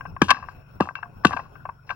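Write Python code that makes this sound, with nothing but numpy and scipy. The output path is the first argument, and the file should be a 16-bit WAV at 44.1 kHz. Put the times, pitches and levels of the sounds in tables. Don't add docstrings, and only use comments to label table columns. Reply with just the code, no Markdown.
import sys
import numpy as np
from scipy import signal
from scipy.fft import rfft, irfft
from scipy.io import wavfile
from scipy.ndimage import uniform_filter1d

SR = 44100
rng = np.random.default_rng(int(sys.argv[2]) if len(sys.argv) > 2 else 0)


def field_ratio(decibels):
    return 10 ** (np.asarray(decibels, dtype=float) / 20)


def bounce(signal):
    frames = np.transpose(np.atleast_2d(signal))
    limited = np.clip(frames, -1, 1)
    pcm = np.round(limited * 32767).astype(np.int16)
    wavfile.write(sys.argv[1], SR, pcm)


N = 85995

# pitch_hz,
# level_db, t60_s
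STICK_MODES = [(650, -4, 0.046), (788, 1.5, 0.043), (845, 0.5, 0.045), (931.3, 7.5, 0.034),
               (1040, 1.5, 0.075), (1118.4, 4.5, 0.061), (1277, -7, 0.067), (1426, -3.5, 0.027),
               (1643, 1.5, 0.022), (1594, -1, 0.096), (1878, -13, 0.031), (2277, 10, 0.019),
               (2648, 6, 0.054), (3270, 0, 0.0083)]
# pitch_hz, level_db
CRACK_COLOUR = [(400, 6.5), (1500, -37), (2700, 12.5), (4000, 0.5), (6000, -2), (10000, -18),
                (16000, -39.5)]
FREE_DAMP, HELD_DAMP = 3.2, 3.26
SPLINTERS_PER_S, TREBLE_HZ = 900, 6000
LEAD_SAMPLES = 4


def evened(x):
    return x / np.sqrt(np.mean(x ** 2) + 1e-20)


def read(points, hz):
    f, value = np.transpose(points)
    return np.interp(np.log(hz + 1), np.log(f + 1), value)


def add(mix, start_s, sound):
    part = mix[round(start_s * SR):][:len(sound)]
    part += sound[:len(part)]


def shaped(x, gain):
    return irfft(rfft(x) * gain(np.fft.rfftfreq(x.shape[-1], 1 / SR)), x.shape[-1])


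def ring(modes, t, damp=1):
    hz, db, t60 = np.transpose(modes)[:, :, None]
    partials = field_ratio(db - 60 * damp * t / t60) * np.sin(2 * np.pi * hz * t)
    return partials.sum(0) * (1 - np.exp(-t / 0.001)) ** 2


def blow(crack_db, thud_db, start_hz, splinter_db):
    # pitch_hz, level_db, t60_s
    ground_modes = [(86.3, -16.5, 0.18), (146.2, 0.5, 0.045), (252, -12.5, 0.027)]
    end_hz, sag_s, rise_s, thud_t60 = 182, 0.003, 0.0016, 0.042
    crack_t60, splinter_t60, treble_t60 = 0.018, 0.18, 0.3
    t = np.arange(16000) / SR

    hz = end_hz + (start_hz - end_hz) * np.exp(-t / sag_s)
    thud = -np.sin(2 * np.pi * np.cumsum(hz) / SR)
    thud *= (1 - np.exp(-t / rise_s)) * field_ratio(-60 * t / thud_t60)
    thud = field_ratio(thud_db) * (2 * thud + ring(ground_modes, t) * (1 - np.exp(-t / 0.0069)))

    noise, u = rng.standard_normal((2, len(t))), rng.random((2, len(t)))
    snaps = u[0] < SPLINTERS_PER_S / SR
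    sizes = field_ratio(np.minimum(-3.0 * np.log(u[1] + 1e-9), 8))
    grains = noise[1] * (0.35 + snaps * sizes)
    colour = lambda f: field_ratio(read(CRACK_COLOUR, f))
    crack = evened(shaped(noise[0], colour)) * field_ratio(crack_db - 60 * t / crack_t60)
    crack *= np.minimum(t / 0.00061, 1)

    tear = evened(shaped(grains, colour)) * field_ratio(splinter_db)
    low = shaped(tear, lambda f: 1 / (1 + (f / TREBLE_HZ) ** 4))
    tear = low * field_ratio(-60 * t / splinter_t60) + (tear - low) * field_ratio(-60 * t / treble_t60)
    return thud + crack + tear


def blows():
    # start_s, crack_db, thud_db, thud_start_hz, splinter_db
    strokes = [
        (0.2179, -8.5, -6.5, 561.6, -30),
        (0.8056, -20.5, -10, 620, -40),
        (1.2512, -8, -7, 605, -29.5),
    ]
    out = np.zeros(N)
    for start_s, *settings in strokes:
        add(out, start_s, blow(*settings))
    return out


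def knock(peak_db, centre_hz, contact_s, free):
    reach_oct, reach_floor_db, detune = 0.55, -17.5, 0.018
    linger_db, linger_damp = -19, 0.9
    clack_share, clack_oct = 0.3 if free else 0.6, 0.5
    t, luck = np.arange(6000) / SR, rng.standard_normal(800)
    early = t[:700]

    u = early / max(contact_s, 2e-4)
    touch = np.minimum(u * 8, 1) * np.exp(-u * 2.41) * luck[100:]
    touch = touch / np.linalg.norm(touch)

    wood = np.array(STICK_MODES)
    wood[:, 0] *= 1 + detune * luck[:len(wood)]
    felt = abs(np.exp(2j * np.pi * wood[:, :1] * early) @ touch)
    octaves = np.log2(wood[:, 0] / centre_hz)
    reach_db = np.maximum(-6 * (octaves / reach_oct) ** 2, reach_floor_db)
    wood[:, 1] += reach_db - 20 * np.log10(felt + 0.3)

    body = ring(wood, t, FREE_DAMP if free else HELD_DAMP)
    if free:
        body += field_ratio(linger_db) * ring(wood, t, linger_damp)
    body = signal.fftconvolve(body, touch)[:len(t)]

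    edges_hz = centre_hz * 2 ** (clack_oct * np.array([-1, 1]))
    band = signal.butter(4, edges_hz, "band", fs=SR, output="sos")
    soft_touch = touch * np.minimum(early / 0.001, 1)
    clack = signal.sosfilt(band, np.pad(soft_touch, (0, len(t) - 700)))
    body = body / abs(body).max() + clack_share * clack / abs(clack).max()
    body = signal.sosfilt(signal.butter(4, centre_hz / 2, "high", fs=SR, output="sos"), body)
    return field_ratio(peak_db) * body / abs(body).max()


def sticks():
    # start_s, peak_db, centre_hz, contact_s
    held_knocks = [(0.2152, -4.5, 1190, 0.0047), (.2181, -2, 990, 0.00067), (0.2184, -2.5, 1670, 0.002),
                   (0.2221, -7.5, 1500, 0.0021), (0.2257, -18.5, 1310, 0.0024), (.238, -27, 970, .01),
                   (0.8025, -9.5, 1200, 0.00043), (0.805, -5, 704, 0.003), (0.8085, -16, 1300, 0.0027),
                   (0.815, -15.5, 1016, 0.011), (.831, -33.5, 1050, 0.011), (1.2475, 3.5, 1220, 0.0022),
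                   (1.2511, 2, 1430, 0.0038), (1.257, -15, 927, 0.0093), (1.29, -28.5, 1092, .012),
                   (1.2665, -16, 2812, 0.0026)]
    # start_s, peak_db, centre_hz, contact_s
    free_knocks = [(0.2821, -16.5, 1400, 0.0038), (0.2903, -7.5, 1300, 0.0061), (0.2943, -9.5, 1600, 0.0024),
                   (0.3032, 2, 1600, 0.004), (0.309, 0, 1300, 0.0025), (0.3105, -3.5, 2690, 0.0045),
                   (0.3125, -2.5, 1500, 0.0028), (0.316, -12.5, 1110, 0.002), (.327, -26.5, 1150, .006),
                   (0.344, -19.5, 1300, 0.0013), (.354, -26, 1500, 0.0081), (0.366, -25, 1150, .008),
                   (0.387, -30.5, 950, 0.0024), (.4, -34.5, 1050, .006), (.413, -41.5, 1200, .006),
                   (1.308, -16, 920, 0.00077), (1.3166, -19.5, 1153, 0.013), (1.325, -24.5, 1200, .008),
                   (1.327, -23, 1700, 0.0028), (1.3321, -14.5, 1200, 0.0036), (1.3646, -17, 1150, 0.0033),
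                   (1.3685, -14.5, 1550, 0.006), (1.376, -26.5, 1050, 0.004), (1.3914, -16.5, 894, 0.0023),
                   (1.396, -25, 1100, 0.0072), (1.8914, -21, 1630, 0.00218), (1.9009, -21.5, 980, 0.0039),
                   (1.9035, -12.5, 1608, 0.0029), (1.912, -20, 1150, 0.003), (1.92, -26, 1150, 0.0018),
                   (.0075, -21, 1480, 0.0029), (0.0525, -22.5, 1120, 0.0039), (0.059, -29, 1500, 0.0071),
                    (0.1642, -22.5, 1210, 0.001), (0.425, -24.5, 1156, 0.0079), (.437, -28.5, 1100, 0.0103),
                    (0.4855, -18.5, 1270, 0.00072), (0.854, -27, 1010, 0.0053), (.872, -22, 800, 0.0017),
                    (0.8881, -18, 1220, 0.0016), (.908, -27.5, 845, 0.0036), (0.9529, -15.5, 1730, 0.00126),
                    (0.987, -27, 1030, 0.0061), (1.006, -48, 1520, 0.0014), (1.027, -20, 1446, 0.0085),
                    (1.029, -20.5, 1520, 0.0042), (1.053, -32.5, 1000, 0.0093),
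                    (1.236, -29.5, 1230, 0.0035), (1.455, -38, 1015, 0.0066), (1.553, -30, 1504, 0.0098),
                    (1.652, -19.5, 1017, 0.0102), (1.689, -20.5, 1040, 0.008)]
    out = np.zeros(N)
    for start_s, *settings in held_knocks:
        add(out, start_s, knock(*settings, free=False))
    for start_s, *settings in free_knocks:
        add(out, start_s, knock(*settings, free=True))
    return out


def blade():
    # start_s, level_db
    strikes = [
        (0.221, -55),
        (0.808, -32),
        (0.9538, -31),
        (1.256, -24),
        (1.335, -38),
        (1.392, -45),
        (1.904, -46.5),
    ]
    pitch_hz, t60_s = 2695, 0.14
    t, out = np.arange(12000) / SR, np.zeros(N)
    for start_s, level_db in strikes:
        add(out, start_s, ring([(pitch_hz, level_db, t60_s)], t))
    return out


def scrape(level_db, hold_s):
    t, noise = np.arange(2000) / SR, rng.standard_normal((2, 2000))
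    low_hz, decay_t60 = 1500, 0.014
    top_hz = max(SR / 2 + 660 * (level_db + 10), TREBLE_HZ)
    grains = noise[0] * field_ratio(1.6 * evened(uniform_filter1d(noise[1], 40)))

    def colour(f):
        band = 1 / (1 + (f / top_hz) ** 4) / (1 + (low_hz / (f + 1)) ** 4)
        return field_ratio(read(CRACK_COLOUR, f)) * band

    envelope = field_ratio(level_db - 60 * np.maximum(t - hold_s, 0) / decay_t60) * np.minimum(t / 0.001, 1)
    return evened(shaped(grains, colour)) * envelope


def grit():
    # start_s, level_db, hold_s
    scrapes = [
        (0.2824, -33, 0.019),
        (0.3041, -15, 0.0057),
        (0.3088, -15.5, .004),
        (0.9533, -39, 0.0034),
        (1.268, -26, 0.0034),
        (1.33, -36.5, 0.0031),
        (1.365, -41.5, 0.0049),
        (1.894, -40, 0.0011),
        (1.9, -43.5, 0.013),
    ]
    out = np.zeros(N)
    for start_s, *settings in scrapes:
        add(out, start_s, scrape(*settings))
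    return out


def rattle():
    # start_s, level_db, t60_s
    rattles = [
        (0.325, -47.5, 1),
        (0.814, -35, 0.099),
        (0.961, -44.5, 0.2),
        (1.279, -57, 0.35),
        (1.367, -48, 0.38),
        (1.872, -55.5, 0.69),
    ]
    chips_per_s = 1500
    t, level, out = np.arange(N) / SR, np.zeros(N), np.zeros(N)
    for start_s, db, t60 in rattles:
        add(level, start_s, field_ratio(db - 60 * t / t60))
    u = rng.random((3, N))
    sizes = field_ratio(np.minimum(-3.5 * np.log(u[1] + 1e-9), 9))
    hits = level * (u[0] < chips_per_s / SR) * sizes
    for k, mode in enumerate(STICK_MODES):
        near = np.abs(u[2] * len(STICK_MODES) - k) < 2.5
        out += signal.oaconvolve(hits * near, ring([mode], t[:3000], FREE_DAMP))[:N]
    return out


def debris():
    # start_s, level_db, t60_s
    settling = [(.205, -60, 0.16), (.286, -39.5, 0.072), (.317, -45.5, 0.35), (.485, -56, 0.092),
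                (.812, -50, 0.2), (.955, -56, 0.17), (1.238, -45.5, .1), (1.272, -52, 0.35),
                (1.325, -47.5, .1), (1.37, -56.5, 0.31), (1.865, -63, 0.65), (1.9, -56, 0.17)]
    # pitch_hz, level_db
    crackle_colour = [(2000, -31), (3000, -4), (3600, -10), (4100, -0.5), (4600, -8), (5200, 1.5),
                      (6000, -9), (8000, -29)]
    t, level, u = np.arange(N) / SR, np.zeros(N), rng.random((3, N))
    for start_s, db, t60 in settling:
        add(level, start_s, field_ratio(db - 60 * t / t60) * (1 - np.exp(-t / 0.004)))
    sizes = field_ratio(np.minimum(-4.0 * np.log(u[2] + 1e-9), 8) + 8)
    grains = (2 * u[0] - 1) * (1 + (u[1] < SPLINTERS_PER_S / SR) * sizes)
    return level * evened(shaped(grains, lambda f: field_ratio(read(crackle_colour, f))))


def landings():
    # start_s, level_db, pitch_hz, t60_s
    bumps = [(0.274, -30.5, 89.5, .2), (0.295, -31, 204, .04), (0.31, -24, 237, .05),
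             (0.334, -29, 240, 0.033), (0.363, -41.5, 265, .04), (.395, -40, 204, 0.043),
             (.974, -38, 945, 0.035), (1.03, -38, 706, 0.21), (1.291, -31.5, 89.5, 0.29),
             (1.343, -24.5, 248, 0.035), (1.353, -29.5, 155.6, 0.046)]
    t, out = np.arange(4000) / SR, np.zeros(N)
    for start_s, db, hz, t60 in bumps:
        add(out, start_s, ring([(hz, db, t60)], t))
    return out


def echo(x):
    # pitch_hz, t60_s
    decay_times = [(300, 0.2), (2000, 0.12), (5000, 0.074), (6500, 0.075)]
    echo_db, top_hz = -21.5, 6000
    taps = np.zeros((2, 16000))
    at = np.arange(100, 15960, 20) + rng.integers(0, 20, (2, 793))
    np.put_along_axis(taps, at, rng.choice([-1., 1.], at.shape), 1)
    hz, t, z = signal.stft(taps, SR, nperseg=256)
    decay = field_ratio(-60 * t / read(decay_times, hz)[:, None])
    tail = signal.istft(z * decay, SR, nperseg=256)[1]
    tail = shaped(tail / np.linalg.norm(tail[0]), lambda f: 1 / (1 + (f / top_hz) ** 8))
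    return field_ratio(echo_db) * signal.fftconvolve(x[None], tail, axes=1)[:, :N]


def ports(left, right):
    # pitch_hz, left_over_right_db
    left_excess = [(350, 0.5), (700, 5), (1050, 5), (1250, 13.5), (1900, 10), (2350, 33.5), (3100, 5.5),
                   (4800, 2), (15000, 13)]
    # pitch_hz, phase_rad
    phase_turn = [(150, -.25), (420, -.45), (1200, -1.3), (1400, .1), (2050, 0), (2500, 1.8), (3300, .5),
                  (4500, -.9), (15000, -.5)]

    def port(f):
        phase = read(phase_turn, f) + 2 * np.pi * f * LEAD_SAMPLES / SR
        return field_ratio(-read(left_excess, f)) * np.exp(1j * phase)

    return np.array([left, shaped(right, port)])


def engine():
    # order, level_db
    orders = [(2, -61), (4, -58), (5, -55.5), (6, -54), (8, -71)]
    engine_hz, whine_hz, whine_db, octave_db = 23.8, 5470, -79, -88
    t = np.arange(N) / SR
    out = field_ratio(whine_db) * np.sin(2 * np.pi * whine_hz * t)
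    out += field_ratio(octave_db) * np.sin(4 * np.pi * whine_hz * t)
    for order, db in orders:
        waver = evened(uniform_filter1d(uniform_filter1d(rng.standard_normal(N), 5000), 2000))
        out += field_ratio(db + 0.5 * waver) * np.sin(2 * np.pi * (order * engine_hz * t + rng.random()))
    return out


def hush():
    # pitch_hz, level_db (per Hz)
    hush_colour = [(25, -28.5), (50, 0), (140, -3.5), (300, -16.5), (1000, -18), (1950, -31), (3300, -39.5),
                   (8200, -56.5)]
    # pitch_hz, width_hz, level_db
    resonances = [(1450, 150, -13), (2570, 220, -22.5), (5362, 130, -26), (15750, 500, -32),
                  (10920, 1400, -47), (7000, 900, -48.5)]
    # pitch_hz, likeness (0 to 1)
    coherence = [(100, 0.74), (700, 0.11), (15000, 0.16)]
    # pitch_hz, left_over_right_db
    hush_excess = [(150, 2.5), (700, 2.5), (2500, 12), (8000, 1.5)]
    hush_db, patch_db, swell_db = -47.5, 3, -3

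    frames, hz = N // 256 + 5, np.fft.rfftfreq(1024, 1 / SR)
    a, b, c, d, patches = rng.standard_normal((frames, 513, 5)).T
    patches = evened(uniform_filter1d(uniform_filter1d(patches, 12, 0), 10, 1))
    swell = evened(uniform_filter1d(rng.standard_normal(frames), 20))

    power = field_ratio(2 * read(hush_colour, hz))
    for f, width_hz, db in resonances:
        power += field_ratio(2 * db) / (1 + (2 * (hz - f) / width_hz) ** 4)

    same = np.clip(read(coherence, hz), -1, 1)[:, None]
    left, other = a + 1j * b, c + 1j * d
    lead = field_ratio(-read(hush_excess, hz)) * np.exp(2j * np.pi * hz * LEAD_SAMPLES / SR)
    right = lead[:, None] * (same * left + np.sqrt(1 - same ** 2) * other)
    z = np.array([left, right])
    z *= np.sqrt(power)[:, None] * field_ratio(patch_db * patches + swell_db * swell)
    return field_ratio(hush_db) * evened(signal.istft(z, nperseg=1024, noverlap=768)[1][:, :N])


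def scene():
    wood = blows() + sticks() + blade() + grit() + rattle() + debris() + landings()
    low_cut = signal.butter(2, 65, "high", fs=SR, output="sos")
    wood = signal.sosfilt(low_cut, wood)
    left, right = wood + echo(wood)
    return ports(left, right) + engine() + hush()


def low_pass(x):
    return signal.sosfilt(signal.butter(12, 16240, fs=SR, output="sos"), x)


def record(dry):
    mix = np.clip(dry, -1.0, 1.0)
    return low_pass(mix)


dry = scene()
out = record(dry)
bounce(out)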